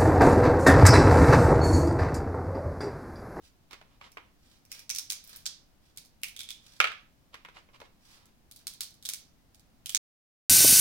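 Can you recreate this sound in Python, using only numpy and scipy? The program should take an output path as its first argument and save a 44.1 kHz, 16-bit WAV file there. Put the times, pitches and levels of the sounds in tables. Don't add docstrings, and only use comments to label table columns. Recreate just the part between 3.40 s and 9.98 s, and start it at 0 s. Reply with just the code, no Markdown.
import sys
import numpy as np
from scipy import signal
from scipy.fft import rfft, irfft
from scipy.io import wavfile
from scipy.ndimage import uniform_filter1d

SR = 44100
rng = np.random.default_rng(int(sys.argv[2]) if len(sys.argv) > 2 else 0)


def wav_record(signal):
    frames = np.transpose(np.atleast_2d(signal))
    bounded = np.clip(frames, -1, 1)
    quanta = np.round(bounded * 32767).astype(np.int16)
    wavfile.write(sys.argv[1], SR, quanta)


N = 290001
PULSE_SIZE, TAIL_SIZE = 2048, 22050
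FREQS = np.arange(PULSE_SIZE // 2 + 1) * SR / PULSE_SIZE


def from_db(db):
    return 10 ** (np.asarray(db) / 20)


def unit(x):
    return x / np.sqrt(np.mean(np.sum(x ** 2, axis=-1)) + 1e-20)


def at_hz(points, hz):
    pitch_hz, value = np.transpose(points)
    return np.interp(np.log(hz + 1), np.log(pitch_hz), value)


def fade(fade_s, size):
    return np.exp(-np.log(1000) * np.arange(size) / SR / fade_s)


def bass_and_treble(bass_db, bass_hz, treble_db, treble_hz):
    lows = 1 / (1 + (FREQS / bass_hz) ** 8)
    highs = 1 - 1 / (1 + (FREQS / treble_hz) ** 8)
    return from_db(bass_db * lows + treble_db * highs)


def resonance(hz, sharpness):
    return 1 / np.hypot(1, sharpness * (FREQS / hz - hz / (FREQS + 1)))


def pulse(gain):
    cepstrum = irfft(np.log(gain + 1e-9))
    cepstrum[1:PULSE_SIZE // 2] *= 2
    cepstrum[PULSE_SIZE // 2 + 1:] = 0
    return irfft(np.exp(rfft(cepstrum)))


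def through(x, response):
    return signal.fftconvolve(np.atleast_2d(x), np.atleast_2d(response), axes=1)


def add(track, start_s, sound):
    start = max(0, int(start_s * SR))
    part = track[:, start:start + sound.shape[-1]]
    part += sound[..., :part.shape[-1]]


def burst(fade_s, channels):
    noise = rng.standard_normal((channels, PULSE_SIZE)) * fade(fade_s, PULSE_SIZE)
    spectrum = rfft(noise, 2 * PULSE_SIZE)
    colour = np.sqrt(uniform_filter1d(abs(spectrum) ** 2, size=61, axis=1))
    return unit(irfft(spectrum / colour)[:, :PULSE_SIZE])


def contact(run_db, run_fade_s, scatter_db, scatter_fade_s, left_lead_s=0.00023):
    direct = from_db(run_db) * burst(run_fade_s, channels=1)[0]
    direct[0] += 1
    paths = unit(np.array([direct, np.roll(direct, int(left_lead_s * SR))]))
    return unit(paths + from_db(scatter_db) * burst(scatter_fade_s, channels=2))


# pitch_hz, fade_s
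KITCHEN_FADES = [(300, .42), (1300, 0.33), (3500, 0.35), (6000, 0.34), (9500, 0.2), (15000, 0.22)]
def kitchen(echo_s, echo_db, tail_db):
    edges_hz = np.geomspace(150, 17000, 11)
    tail = np.zeros((2, TAIL_SIZE))
    for low, high in zip(edges_hz, edges_hz[1:]):
        band_filter = signal.butter(2, [low, high], "band", fs=SR, output="sos")
        band = signal.sosfilt(band_filter, rng.standard_normal((2, TAIL_SIZE)))
        tail += band * fade(at_hz(KITCHEN_FADES, np.sqrt(low * high)), TAIL_SIZE)
    swell = 1 - fade(0.0096, TAIL_SIZE)
    response = from_db(tail_db) * unit(tail * swell)
    add(response, echo_s, from_db(echo_db) * burst(0.016, channels=2))
    return response


# pitch_hz, level_db
HUSH_COLOUR = [(20, 2.5), (40, 2), (100, -2.5), (170, -3.5), (280, -6.5), (420, -15.5), (700, -15.5),
               (1200, -21), (2300, -24.5), (5400, -27), (8200, -32), (16000, -31.5)]
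def room_hush(level_db):
    noise = rng.standard_normal((2, N + PULSE_SIZE))
    hush = through(noise, pulse(from_db(at_hz(HUSH_COLOUR, FREQS))))
    return from_db(level_db) * np.sqrt(N) * unit(hush[:, PULSE_SIZE:PULSE_SIZE + N])


def friction(strokes, colour, catches_per_s, spread_db, room_db):
    catches = np.zeros((1, N))
    for middle_s, length_s, db in strokes:
        size = int(length_s * SR)
        clicks = (rng.random(size) < catches_per_s / SR) * rng.choice([-1, 1], size)
        clicks = unit(clicks * from_db(rng.normal(0, spread_db, size)))
        add(catches, middle_s - length_s / 2, from_db(db) * np.sqrt(size) * clicks * np.hanning(size))
    paths = kitchen(echo_s=0.017, echo_db=-12.5, tail_db=room_db)
    add(paths, 0, contact(run_db=-15.5, run_fade_s=0.0058, scatter_db=8, scatter_fade_s=0.037))
    one_catch = pulse(from_db(at_hz(colour, FREQS)))
    return through(catches, unit(through(one_catch, paths)))[:, :N]


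# middle_s, length_s, level_db
FINGER_STROKES = [(.05, .11, -60), (1.11, 0.29, -64.5), (1.37, 0.2, -53), (1.93, 0.31, -54.5),
                  (2.47, 0.16, -69.5), (3.31, 0.35, -59), (4.71, .29, -58.5), (5.2, 0.1, -65.5)]
# pitch_hz, level_db
SKIN_COLOUR = [(300, -21), (1000, -12.5), (2200, -9), (3500, -6.5), (5400, -5.5), (7200, -11.5),
               (9500, -12.5), (16000, -19.5)]
def rubbing_fingers():
    return friction(FINGER_STROKES, SKIN_COLOUR, catches_per_s=5600, spread_db=8.5, room_db=-7.5)


# middle_s, length_s, level_db
LOW_SCRAPES = [(.33, .071, -52.5), (.53, 0.15, -69.5), (.645, 0.11, -53), (3.936, 0.028, -57),
               (4.17, 0.093, -53.5), (4.35, .056, -55), (4.45, .06, -60.5), (4.78, 0.42, -66.5)]
# pitch_hz, level_db
SCRAPE_COLOUR = [(100, -27), (300, -3), (600, 1), (1100, 2.5), (3000, -2.5), (5000, -8), (8000, -18),
                 (16000, -29)]
def low_scrapes():
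    return friction(LOW_SCRAPES, SCRAPE_COLOUR, catches_per_s=1300, spread_db=1.0, room_db=-8.5)


# pitch_hz, level_db, fade_s
TRAY_NOTES = [(440, -15.5, 0.2), (1270, -5.5, 0.27), (1432, 0.5, 0.15), (1690, -6.5, 0.29),
              (1651, -2, 0.068), (2155, -1.5, .2), (2571.5, -8.5, 0.14), (2600, -7, 0.13),
              (3070, -7.5, 0.069)]
def tray_hits(hits, colour, ring_db, clack_s=0.028):
    out, t = np.zeros((2, N)), np.arange(TAIL_SIZE) / SR
    notes = np.array([from_db(db) * np.sin(2 * np.pi * hz * t) * fade(fade_s, TAIL_SIZE)
                      for hz, db, fade_s in TRAY_NOTES])
    rooms = [kitchen(echo_s=0.011, echo_db=-8.5, tail_db=-6.5) for _ in range(4)]
    for k, (start_s, db, bass_db, treble_db) in enumerate(hits):
        tone = bass_and_treble(bass_db, 1000, treble_db, 3600)
        clack = unit(pulse(from_db(at_hz(colour, FREQS)) * tone))
        paths = rooms[k % len(rooms)].copy()
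        add(paths, 0, contact(run_db=9.5, run_fade_s=clack_s, scatter_db=1.5, scatter_fade_s=clack_s))
        add(out, start_s, from_db(db) * through(clack, paths))
        signs = rng.choice([-1, 1], (2, len(notes)))
        strengths = signs * from_db(rng.normal(0, 0.91, signs.shape))
        add(out, start_s, from_db(db + ring_db) * unit(strengths @ notes))
    return out


# start_s, level_db, bass_db, treble_db
NUT_KNOCKS = [(0.3096, -24.5, 4, 8), (0.3306, -19, 4, 5), (0.4135, -26.5, 11, -4),
              (0.6121, -22.5, 6.5, -6.5), (0.7708, -16, 5.5, -8.5), (3.9424, -18, 0.5, -0.5),
              (4.0488, -19.5, -2.5, -7), (4.086, -24.5, 3, -5.5), (4.1686, -24.5, 4, -15),
              (4.2881, -34, 12, -16.5), (4.402, -25, 11, 6), (4.4161, -21.5, 17.5, 0)]
# pitch_hz, level_db
KNOCK_COLOUR = [(100, -57), (300, -10.5), (450, -8), (700, -11), (1100, 1), (1600, -3.5), (2300, -0.5),
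                (3300, -5.5), (5000, -12), (8000, -21), (16000, -27)]
def knocking_nuts():
    return tray_hits(NUT_KNOCKS, KNOCK_COLOUR, ring_db=-10.5)


# start_s, level_db
SHELL_BREAKS = [(0.7187, -32), (1.3168, -12.5), (1.393, -22.5), (1.4944, -11), (1.501, -3.5),
                (1.5493, -10.5), (1.5609, -9.5), (1.5851, -6), (1.6986, -22), (1.7023, -4.5), (1.7215, -8),
                (1.8405, -25.5), (1.8755, -26), (1.8943, -24.5), (1.9608, -17), (2.0572, -10.5),
                (2.0637, -7), (2.5736, -15.5), (2.834, -5), (2.8846, -19.5), (2.964, -18), (2.992, -14.5),
                (3.0059, -13.5), (3.0322, -20.5), (3.0892, -16.5), (3.1051, -12.5), (5.1125, -22.5),
                (5.1614, -25.5), (5.2695, -8), (5.337, -24.5), (5.4073, -6), (5.4333, -15.5), (5.6257, -26),
                (5.652, -14.5), (5.6571, -11), (5.6893, -4.5), (5.7356, -8.5), (6.459, -11), (6.494, -9),
                (6.523, -21), (6.5475, 2.5), (6.5676, -4.5)]
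# start_s, length_s, ring_hz, ring_share (0 to 1), hollow_db, treble_db
SHELL_PULLS = [(1.181, 0.26, 5600, 0.25, 13, 4.5), (1.472, .07, 5870, 0.51, 8.5, 0.5),
               (1.544, 0.13, 5800, 0.26, -1, 3.5), (1.694, 0.077, 6300, .12, 1.5, 1.5),
               (1.827, 0.11, 5470, 0.04, 6.5, 15), (2.025, 0.032, 5050, 0.1, -18, -9.5),
               (2.484, 0.22, 4270, 0.07, 1, 1.5), (2.789, 0.085, 2820, 0.09, 15, 6),
               (2.943, .18, 3440, 0.4, 5.5, -2), (4.839, .03, 6420, .1, -0.5, 4),
               (5.094, 0.57, 4300, 0.08, -3.5, 3), (5.605, .06, 3750, 0.15, -6, 0),
               (5.664, 0.055, 6350, 0.05, 0, 5), (6.13, 0.079, 4530, 0, 0, -3.5),
               (6.44, .09, 3160, 0.16, 1, 2.5), (6.535, 0.032, 6500, 0.34, -1, -3.5)]
def shell_cracks(ticks_per_s=14, tick_db=-35, tick_spread_db=2.5):
    breaks, cracks = list(SHELL_BREAKS), []
    for start_s, length_s, *_ in SHELL_PULLS:
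        for when, strength in rng.random((int(np.ceil(ticks_per_s * length_s)), 2)):
            breaks.append((start_s + when * length_s, tick_db + tick_spread_db * (2 * strength - 1)))
    pull_starts = [row[0] for row in SHELL_PULLS]
    for start_s, db in breaks:
        pull = max(0, np.searchsorted(pull_starts, start_s) - 1)
        ring_hz, ring_share, hollow_db, treble_db = SHELL_PULLS[pull][2:]
        ring_hz *= np.exp(0.02 * rng.standard_normal())
        treble_db += 0.17 * (-10 - db)
        cracks.append((start_s, db, ring_hz, ring_share, hollow_db, treble_db))
    return cracks


def snapping_shell(hollow_hz, hollow_sharpness, gain_db):
    out = np.zeros((2, N))
    rooms = [kitchen(echo_s=0.009, echo_db=-6.0, tail_db=-4.0) for _ in range(6)]
    for k, (start_s, db, ring_hz, ring_share, hollow_db, treble_db) in enumerate(shell_cracks()):
        hollow = from_db(hollow_db - 6.0) * resonance(hollow_hz, hollow_sharpness) ** 2
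        crack = unit(np.hypot(bare_crack(treble_db), hollow))
        ring = unit(resonance(ring_hz, sharpness=3 + 6 * ring_share) ** 2)
        snap = unit(pulse(np.sqrt((1 - ring_share) * crack ** 2 + ring_share * ring ** 2)))
        paths = rooms[k % len(rooms)].copy()
        add(paths, 0, contact(run_db=4.5, run_fade_s=0.0042, scatter_db=4.5, scatter_fade_s=0.017))
        add(out, start_s, from_db(db + gain_db) * through(snap, paths))
    return out


# pitch_hz, level_db
CRACK_COLOUR = [(150, -39.5), (500, -24.5), (950, -22.5), (1400, -12.5), (1900, -14.5), (2600, -12.5),
                (3500, -2.5), (5500, -1), (7400, -3), (9000, -1.5), (12000, -7), (16000, -9)]
def bare_crack(treble_db):
    return from_db(at_hz(CRACK_COLOUR, FREQS)) * bass_and_treble(0, 1000, treble_db, 9000)


def jolting_nut(wood_hz, wood_sharpness, deep_db, jolt_db):
    kicks = np.zeros((1, N))
    for start_s, db in SHELL_BREAKS:
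        if db > deep_db:
            add(kicks, start_s, from_db([jolt_db + 0.17 * (db - deep_db)]))
    paths = kitchen(echo_s=0.011, echo_db=-37.5, tail_db=-5.0)
    add(paths, 0, contact(run_db=7, run_fade_s=0.0062, scatter_db=5.5, scatter_fade_s=0.0027))
    knock = unit(pulse(resonance(wood_hz, wood_sharpness) ** 2))
    return through(kicks, through(knock, paths))[:, :N]


# start_s, level_db, bass_db, treble_db
SHELL_BOUNCES = [(3.402, 9, -4.5, 1), (3.4422, 2, -2, -2), (3.4709, -7, -12, 0.5), (3.5177, -17.5, -3.5, 4)]
# pitch_hz, level_db
BOUNCE_COLOUR = [(100, -37), (300, -25), (480, -9.5), (750, -7), (950, -12.5), (1280, 2.5), (1650, -1),
                 (1900, -6), (2300, 1), (3300, -6.5), (5000, -17.5), (8000, -25), (16000, -35.5)]
def falling_shell():
    return tray_hits(SHELL_BOUNCES, BOUNCE_COLOUR, ring_db=-9.0)


# pitch_hz, left_minus_right_db
SIDE_BALANCE = [(500, 2), (1400, -0.5), (2400, -5), (3400, -6.5), (5000, -7), (8000, -1), (13000, 2.5)]
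def microphone_openings(x):
    half_db = at_hz(SIDE_BALANCE, FREQS) / 2
    return through(x, [pulse(from_db(half_db)), pulse(from_db(-half_db))])[:, :N]


def narrow_bass(x, below_hz, side_db):
    middle, side = (x[0] + x[1]) / 2, (x[0] - x[1]) / 2
    bass_cut = pulse(from_db(side_db / (1 + (FREQS / below_hz) ** 4)))
    side = through(side, bass_cut)[0, :N]
    return np.array([middle + side, middle - side])


def scene():
    peeling = snapping_shell(hollow_hz=2379, hollow_sharpness=3.5, gain_db=-0.2)
    peeling += jolting_nut(wood_hz=1290, wood_sharpness=0.36, deep_db=-8.5, jolt_db=-28.5)
    close_sounds = peeling + rubbing_fingers() + falling_shell() + knocking_nuts() + low_scrapes()
    mix = microphone_openings(close_sounds) + room_hush(level_db=-62)
    return narrow_bass(mix, below_hz=700.2, side_db=-5.0)


def record(dry):
    return signal.sosfilt(signal.ellip(10, 0.2, 70, 16100, fs=SR, output="sos"), dry, axis=-1)


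dry = scene()
out = record(dry)
wav_record(out)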